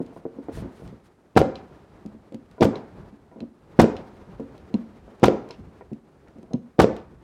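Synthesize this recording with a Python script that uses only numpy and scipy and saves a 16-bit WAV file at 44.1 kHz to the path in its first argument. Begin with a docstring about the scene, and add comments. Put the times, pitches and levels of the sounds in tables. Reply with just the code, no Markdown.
"""A small workshop, heard through the bench: an air stapler fires five times into a wooden box.
In each shot, air kicks the tool against the wood, the driver (the blade that pushes the staple) lands
with a crack, spent air puffs out and the piston knocks home. The trigger ticks when let go.
Between shots, the tool's steel nose and a gloved hand knock, rub and shift on the boards."""
import sys
import numpy as np
from scipy import signal
from scipy.fft import rfft, irfft, next_fast_len
from scipy.io import wavfile
from scipy.ndimage import map_coordinates

SR = 44100
rng = np.random.default_rng(int(sys.argv[2]) if len(sys.argv) > 2 else 0)


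def unload_wav(signal):
    """Save mono or channel-first audio to the path in sys.argv[1] as 16-bit WAV at rate SR, clipped to [-1, 1]."""
    wavfile.write(
        sys.argv[1],
        SR,
        np.round(np.clip(np.atleast_2d(signal).T, -1, 1) * 32767).astype(np.int16),
    )


N = 318843
TIME = np.arange(N) / SR


def amp(db):
    """Turn decibels into a gain."""
    return 10 ** (np.asarray(db) / 20)


def unit(x):
    """Scale a sound to an average (rms) level of 1."""
    return x / np.sqrt(np.mean(x ** 2) + 1e-20)


def along(points, hz, column=1):
    """Read between a table's rows on a log frequency scale."""
    cols = np.transpose(points)
    return np.interp(np.log(hz + 1), np.log(cols[0] + 1), cols[column])


def wobble(rate):
    """A smooth curve through `rate` random points a second."""
    return map_coordinates(rng.standard_normal(int(N * rate / SR) + 4), [TIME * rate])


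def filtered(x, response):
    """Scale each frequency of x by response(hz)."""
    size = next_fast_len(len(x) + 8192)
    return irfft(rfft(x, size) * response(np.fft.rfftfreq(size, 1 / SR)), size)[:len(x)]


def noise(spectrum, size=N):
    """Noise with the given tone colour, at an average level of 1."""
    return unit(filtered(rng.standard_normal(size), lambda hz: amp(along(spectrum, hz))))


def add(track, start, sound):
    """Mix a sound in at `start` seconds."""
    part = track[round(start * SR):][:len(sound)]
    part += sound[:len(part)]


def swells(rows, power):
    """One rounded hump of loudness for each row."""
    return sum(amp(db) * np.abs(np.sin(np.pi * np.clip((TIME - start) / (end - start), 0, 1))) ** power
               for start, end, db in rows)


def burst(spectrum, rise, fade, shut=1):
    """Noise that swells, falls 60 dB in `fade` seconds and is cut off by `shut` seconds."""
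    t = np.arange(SR // 6) / SR
    gate = np.clip((shut - t) / 0.0089, 0, 1)
    return noise(spectrum, len(t)) * (1 - np.exp(-t / rise)) * amp(-60 * t / fade) * gate


def ring(tones, contact_s, focus_hz, octaves, dead=0, scuff_s=0, scatter_db=2, firm=1):
    """A blow rings an object's tones, favouring those within `octaves` of the focus. Peak 1."""
    hz, db, fade = np.transpose(tones)[:, :, None]
    t = np.arange(SR // 6) / SR
    off_focus_db = np.minimum(6 * (np.log2(hz / focus_hz) / octaves) ** 2, 30)
    level_db = db - off_focus_db + scatter_db * rng.standard_normal(hz.shape)
    fade = fade * (1.2 - np.clip(dead, 0, 1))  # a deader blow dies sooner
    ringing = np.sum(amp(level_db - 60 * t / fade) * np.sin(2 * np.pi * hz * t), axis=0)
    pushes = rng.standard_normal(SR // 16) * (t[:SR // 16] < scuff_s)  # a scuff is many tiny pushes
    pushes[0] = firm  # strength of the first push
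    force = np.convolve(pushes, np.hanning(3 + int(contact_s * SR)))  # longer contact sounds duller
    struck = signal.fftconvolve(ringing, force)[:len(t)]
    return struck / np.abs(struck).max()


# The workshop's echo. Each row: frequency in Hz, seconds to fade by 60 dB, level in dB.
ECHO = [(61, 0.62, -7), (250, 0.32, 3), (500, 0.38, 0), (1200, 0.5, -6), (3000, 0.51, -11.5),
        (7400, 0.35, -3.5), (10200, 0.08, -3.5), (16000, .18, -14.5)]
def room(x):
    """Each frequency dies at its own speed; every third of a second gets a new random echo."""
    wet, step = np.zeros(N), SR // 3
    for start in range(0, N, step):
        hz, t, spectrum = signal.stft(rng.standard_normal(SR * 3 // 4), SR, nperseg=256)
        decay = amp(along(ECHO, hz, column=2)[:, None] - 60 * t / along(ECHO, hz)[:, None])
        tail = signal.istft(spectrum * decay, SR, nperseg=256)[1]
        tail /= np.linalg.norm(tail)
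        add(wet, start / SR + .008, signal.fftconvolve(x[start:start + step], tail))
    return wet


# The bench's low rumble. Each row: frequency in Hz, level in dB.
RUMBLE_COLOUR = [(12, -34.5), (20, -17), (54, 4.5), (200, 2.5), (260, -21), (440, -120)]
# The worker leans on the bench. Each row: start and end in seconds, level in dB.
LEANS = [(0.53, 0.70, -43), (0.79, 0.96, -46.5), (2.9, 3.1, -57), (5.58, 5.7, -53), (7.05, 7.3, -55.5)]
def bench_rumble(effort_db):
    """Shifting weight makes the bench rumble and heave."""
    weight = amp(effort_db - 1.5) + swells(LEANS, power=0.42)
    return weight * amp(2.2 * wobble(7) + 1.7 * wobble(23)) * noise(RUMBLE_COLOUR)


# Wood shifting on wood. Each row: frequency in Hz, level in dB.
BOARD_COLOUR = [(59, -40), (100, -34), (204, -2), (411, -0.5), (490, -5.5), (923, -10.5), (2500, -30.5),
                (3250, -50), (5500, -120)]
def loose_boards(effort_db, lumps, shot_times, peak_s=0.11):
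    """The boards creep in lumps under the hands, and a soft, low swell of noise follows each shot."""
    ages = [np.maximum(TIME - start, 0) / peak_s for start in shot_times]
    after_shot_swell = amp(-41) * sum((age * np.exp(1 - age)) ** 3.84 for age in ages)
    return (amp(effort_db) + after_shot_swell) * amp(2 * lumps) * noise(BOARD_COLOUR)


# Moving cloth and air hose. Each row: frequency in Hz, level in dB.
RUSTLE_COLOUR = [(710, -34), (1200, -2), (2400, -11), (4310, -16.5), (11900, -32.5), (14700, -34),
                 (16000, -39)]
def rustle(effort_db, lumps):
    """Cloth and hose rustle louder the more the worker moves."""
    level_db = -68 + 0.9 * (effort_db - effort_db.mean())
    return amp(level_db + 1.1 * lumps + 1.2 * wobble(65)) * noise(RUSTLE_COLOUR)


# A glove rubbing wood. Each row: frequency in Hz, level in dB.
GLOVE_COLOUR = [(900, -20), (1500, 0), (2500, -3), (4200, -7), (8000, -13), (12000, -17), (16000, -23)]
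# The glove's strokes. Each row: start and end in seconds, level in dB.
STROKES = [(0, .04, -67), (0.115, 0.221, -67.5), (0.423, 0.462, -71), (0.515, 0.629, -52),
           (0.687, 0.92, -65.5), (1.035, 1.086, -66)]
def glove():
    """The glove hisses along the grain, with a narrow, high whistle."""
    level = swells(STROKES, power=0.8) * amp(1.4 * wobble(79))
    whistle = lambda hz: 1 + 2.2 / (1 + ((hz - 9200) / 160) ** 2)
    return level * unit(filtered(noise(GLOVE_COLOUR), whistle))


# How much the hands and body move. Each row: time in seconds, level in dB.
EFFORT = [(0.0, -52.5), (0.3, -58), (0.64, -44.5), (0.72, -52), (0.94, -50), (0.98, -57.5), (1.3, -63),
          (1.71, -52), (2.1, -54), (2.37, -58), (3.0, -50), (3.2, -59), (3.54, -62.5), (3.75, -49.5),
          (4.1, -49), (4.93, -52), (5.6, -52.5), (6.04, -59.5), (6.3, -56), (6.9, -58.5), (7.11, -56.5),
          (7.23, -57.5)]
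def handling(shot_times):
    """The worker's movements stir bench, boards and cloth together while the glove rubs."""
    effort_db = np.interp(TIME, *np.transpose(EFFORT))
    lumps = wobble(35)
    wood = bench_rumble(effort_db) + loose_boards(effort_db, lumps, shot_times)
    return wood + rustle(effort_db, lumps) + glove()


# The tool's steel tones. Each row: pitch in Hz, level in dB, seconds to fade by 60 dB.
STEEL_TONES = [(2650, -10, .015), (4050, 0, .03), (5200, -7, .015), (6300, -12, .012), (8800, -12, .01)]
# Steel clacking on wood. Each row: frequency in Hz, level in dB.
CLACK_COLOUR = [(1200, -17), (2600, 5), (4100, -1.5), (5400, -4.5), (9000, -22), (16000, -28.5)]
# A bright spit, as of air. Each row: frequency in Hz, level in dB.
SPIT_COLOUR = [(1000, -12), (2500, 0), (7000, -4), (12000, -10), (16000, -17)]
def ticks(rows, thinness, rattle_db):
    """A short ring of steel, a dry clack, a thin spit of treble and a faint rattle."""
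    track = np.zeros(N)
    for start, db in rows:
        thin = np.clip(thinness - 0.42 * (db + 36.5), 0, 1)  # faint ticks lose the ring and clack
        steel = ring(STEEL_TONES, .00005, 4100, 1.6, dead=.45, scuff_s=.0015, scatter_db=3.5)
        add(track, start, amp(db - 2) * (1 - thin) * steel)
        add(track, start, amp(db - 7) * (1 - thin) * burst(CLACK_COLOUR, .0002, .014))
        add(track, start, amp(db - 3) * thin * burst(SPIT_COLOUR, .0002, .017))
        add(track, start, amp(db + rattle_db) * burst(CLACK_COLOUR, .00073, .19, shut=.065))
    return track


# The steel nose touches the wood. Each row: start in seconds, level in dB.
NOSE_TAPS = [(2.0607, -43.5), (2.3233, -50), (2.3442, -39), (3.404, -35), (4.4003, -48), (4.741, -28.5),
             (5.9318, -48), (6.283, -54), (6.385, -56), (6.429, -50), (6.534, -31.5)]
# Trigger and catch click, loudest when let go. Each row: start in seconds, level in dB.
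TRIGGER_CLICKS = [(0.063, -48.5), (0.876, -46), (1.5556, -31.5), (2.5122, -49.5), (2.756, -32),
                  (3.9666, -32.5), (4.5785, -47), (5.1971, -47), (5.4888, -44), (5.5078, -30.5),
                  (6.965, -37.5)]
def nose_and_trigger(muffle_hz=9000):
    """The tool's small parts tick; the hand round the grip softens the highest treble."""
    nose = ticks(NOSE_TAPS, thinness=.12, rattle_db=-27)
    trigger = ticks(TRIGGER_CLICKS, thinness=.8, rattle_db=-18)
    return filtered(nose + trigger, lambda hz: 1 / (1 + 1j * hz / muffle_hz) ** 2)


# The wooden box's tones. Each row: pitch in Hz, level in dB, seconds to fade by 60 dB.
BOX_TONES = [(95, -18.5, 0.35), (205, -22, 0.04), (227.7, 0.5, 0.15), (279.9, -0.5, 0.13),
             (345.7, 1.5, 0.063), (455, 3, 0.063), (517.3, -4.5, 0.13), (644, 0, 0.13), (739.5, 1, 0.046),
             (862, -13, 0.03), (966, 2, 0.086), (1265, -11.5, 0.056), (1400, 2, 0.11), (1836, 13.5, 0.019),
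             (2130, 9, 0.021), (2230, -8.5, .03), (2920, -57, .03)]
def box(contact_s, focus_hz, octaves, **touch):
    """One blow rings the wooden box."""
    return ring(BOX_TONES, contact_s, focus_hz, octaves, **touch)


# Knocks on the boards. Each row: start in seconds, level in dB, pitch in Hz, deadness from 0 to 1.
BOARD_KNOCKS = [(0.003, -14.5, 310, 0.94), (0.125, -33, 495, 0.8), (0.164, -28, 416, 0.6),
                (0.253, -17.5, 395, 0.7), (0.361, -32.5, 239, 0.9), (0.386, -24, 300, 0.56),
                (0.485, -19.5, 422, 0.64), (0.573, -26.5, 404, 0.54), (0.623, -25, 264, 0.3),
                (0.647, -22.5, 270, 0.73), (0.8, -37, 500, 0.6), (0.821, -28.5, 280, .4),
                (0.86, -41, 200, 0.8), (0.926, -29.5, 200, .6), (2.053, -23.5, 297, 0.73),
                (2.148, -33, 200, 0.34), (2.321, -28, 238, 0.2), (2.344, -22.5, 261, 0.6),
                (2.581, -31.5, 557, 0.6), (2.602, -20, 297, 0.8), (3.126, -33, 231, .4),
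                (3.315, -39, 471, 0), (3.36, -30.5, 300, 0.46), (3.386, -34.5, 260, .5),
                (3.407, -25.5, 240, 0.7), (3.426, -22, 260, 0.83), (4.397, -20, 354, 0.13),
                (4.703, -33, 227, 0.3), (4.741, -10, 214, 0.92), (5.079, -32, 395, 0.63),
                (5.504, -27, 565, 0.63), (5.591, -29.5, 159, 0.94), (5.81, -31.5, 650, 0.76),
                (5.916, -20, 211, 0.7), (6.275, -42.5, 1300, .8), (6.357, -35.5, 199, 0.64),
                (6.384, -30.5, 300, .5), (6.431, -32.5, 300, .4), (6.508, -32.5, 318, 0.6),
                (6.532, -22, 420, 0.6), (6.54, -9, 225, 0.6)]
def knocks(low_cut_hz=104):
    """Soft, scuffing blows on the boards, with little deep bass."""
    track = np.zeros(N)
    for start, db, pitch, dead in BOARD_KNOCKS:
        contact_s = .27 / pitch  # a low knock comes from a broad, soft touch
        octaves = .8 - .04 * (db + 27)  # harder knocks ring fewer tones
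        add(track, start, amp(db) * box(contact_s, pitch, octaves, dead=dead, scuff_s=.014, firm=17.4))
    return filtered(track, lambda hz: (1j * hz / (1j * hz + low_cut_hz)) ** 2)


# The rush of noise in a shot. Each row: frequency in Hz, level in dB.
BLAST_COLOUR = [(880, 9.5), (1500, 9), (1870, -3.5), (2880, -2), (4640, -8.5), (9010, -26), (13400, -48.5),
                (16000, -36.5)]
# The shots. Each row: start in seconds, level in dB, trigger's lead in seconds, trigger in dB,
# driver's delay in seconds, crack in dB, piston's return delay in seconds, return in dB, exhaust in dB.
# The later times and levels count from the first two.
STAPLE_SHOTS = [(1.3642, 0.5, 0.011, -28.5, 0.0094, -1.5, 0.051, -2, -41),
                (2.6189, -0.5, 0.0125, -8, .0092, -5.5, .034, -5, -40),
                (3.7904, 3.5, 0.0069, -34, 0.0084, -4, .0515, -7.5, -41.5),
                (5.2304, 1, 0.011, -29.5, .0088, -2, .0522, -1.5, -36.5),
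                (6.7906, 1.5, 0.0071, -26.5, 0.0092, -1.5, 0.0522, -2, -33)]
def stapler():
    """Air drives the piston down and it springs home; the box rings at each step."""
    track = np.zeros(N)
    for start, db, lead, trigger_db, delay, crack_db, home, home_db, exhaust_db in STAPLE_SHOTS:
        pull, pull_db = start - lead, db + trigger_db
        hit, hit_db = start + delay, db + crack_db
        # The trigger is pulled.
        add(track, pull, amp(pull_db) * box(.0013, 590, .64, dead=.6, scuff_s=.0067))
        add(track, pull, amp(pull_db - 18.5) * burst(CLACK_COLOUR, .0044, .14, shut=lead))
        # The valve opens and air kicks the tool against the wood.
        add(track, start, amp(db) * box(.00039, 270, .76, dead=.47))
        add(track, start, amp(db - 21.5) * burst(BLAST_COLOUR, .00044, .17))
        # The staple bites, then the driver hits its stop.
        add(track, hit - .0026, amp(db - .5) * box(.0004, 500, .67, dead=.86))
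        add(track, hit, amp(hit_db) * box(.0001, 784, .18, dead=.43))
        add(track, hit, amp(hit_db - 3) * box(.0001, 1000, 3.9, dead=.96))
        add(track, hit, amp(hit_db - 11) * snap(.00009))
        # The staple holder rattles and the recoil heaves the box.
        add(track, hit + .003, amp(hit_db - 6) * burst(BLAST_COLOUR, .00035, .025))
        add(track, hit + .003, amp(hit_db - 30) * burst(SPIT_COLOUR, .0004, .025))
        add(track, hit + .01495, amp(db - 8.5) * box(.0017, 90, .87, dead=1))
        # The vent pops open and blows until the piston is home.
        vent_s = home - delay - .013
        add(track, hit + .015, amp(db - 32) * burst(SPIT_COLOUR, .0008, .045))
        add(track, hit + .015, amp(db + exhaust_db) * burst(CLACK_COLOUR, .002, .3, shut=vent_s))
        # The nose falls back, then the piston knocks home.
        add(track, hit + .02, amp(db - 11) * box(.0014, 297, .63, dead=.4, scuff_s=.022))
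        add(track, start + home, amp(db + home_db) * box(.0005, 496, .18, dead=.79))
        add(track, start + home, amp(db + home_db - 23) * burst(CLACK_COLOUR, .0004, .0084))
    return track


def snap(width_s):
    """One sharp jump in pressure that falls back through zero."""
    age = np.arange(SR // 100) / SR / width_s
    return (1 - age) * np.exp(-age)


def scene():
    """Shots, knocks and ticks echo in the room, over the quiet sounds of handling."""
    shots, blows, steel = stapler(), knocks(), nose_and_trigger()
    echo = room(amp(-15.5) * shots + amp(-18.5) * blows + steel / 14)
    heavy_bench = lambda hz: (1j * hz / (1j * hz + 45)) ** 3  # it does not follow the slowest pushes
    struck = filtered(shots + blows + steel + echo, heavy_bench)
    shot_times = [shot[0] for shot in STAPLE_SHOTS]
    return (struck + handling(shot_times))[None]


# The microphone's own hiss. 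Each row: frequency in Hz, level in dB.
HISS_COLOUR = [(1500, -22.5), (4000, -4.5), (9000, -3), (16000, -16.5)]
def record(dry, top_hz=16000):
    """The microphone hisses, squashes the loudest peaks and passes nothing above top_hz."""
    heard = dry[0] + amp(-82.5) * noise(HISS_COLOUR)
    clipped = heard / (1 + np.abs(heard) ** 8) ** (1 / 8)
    return filtered(clipped, lambda hz: hz < top_hz)[None]


dry = scene()
out = record(dry)
unload_wav(out)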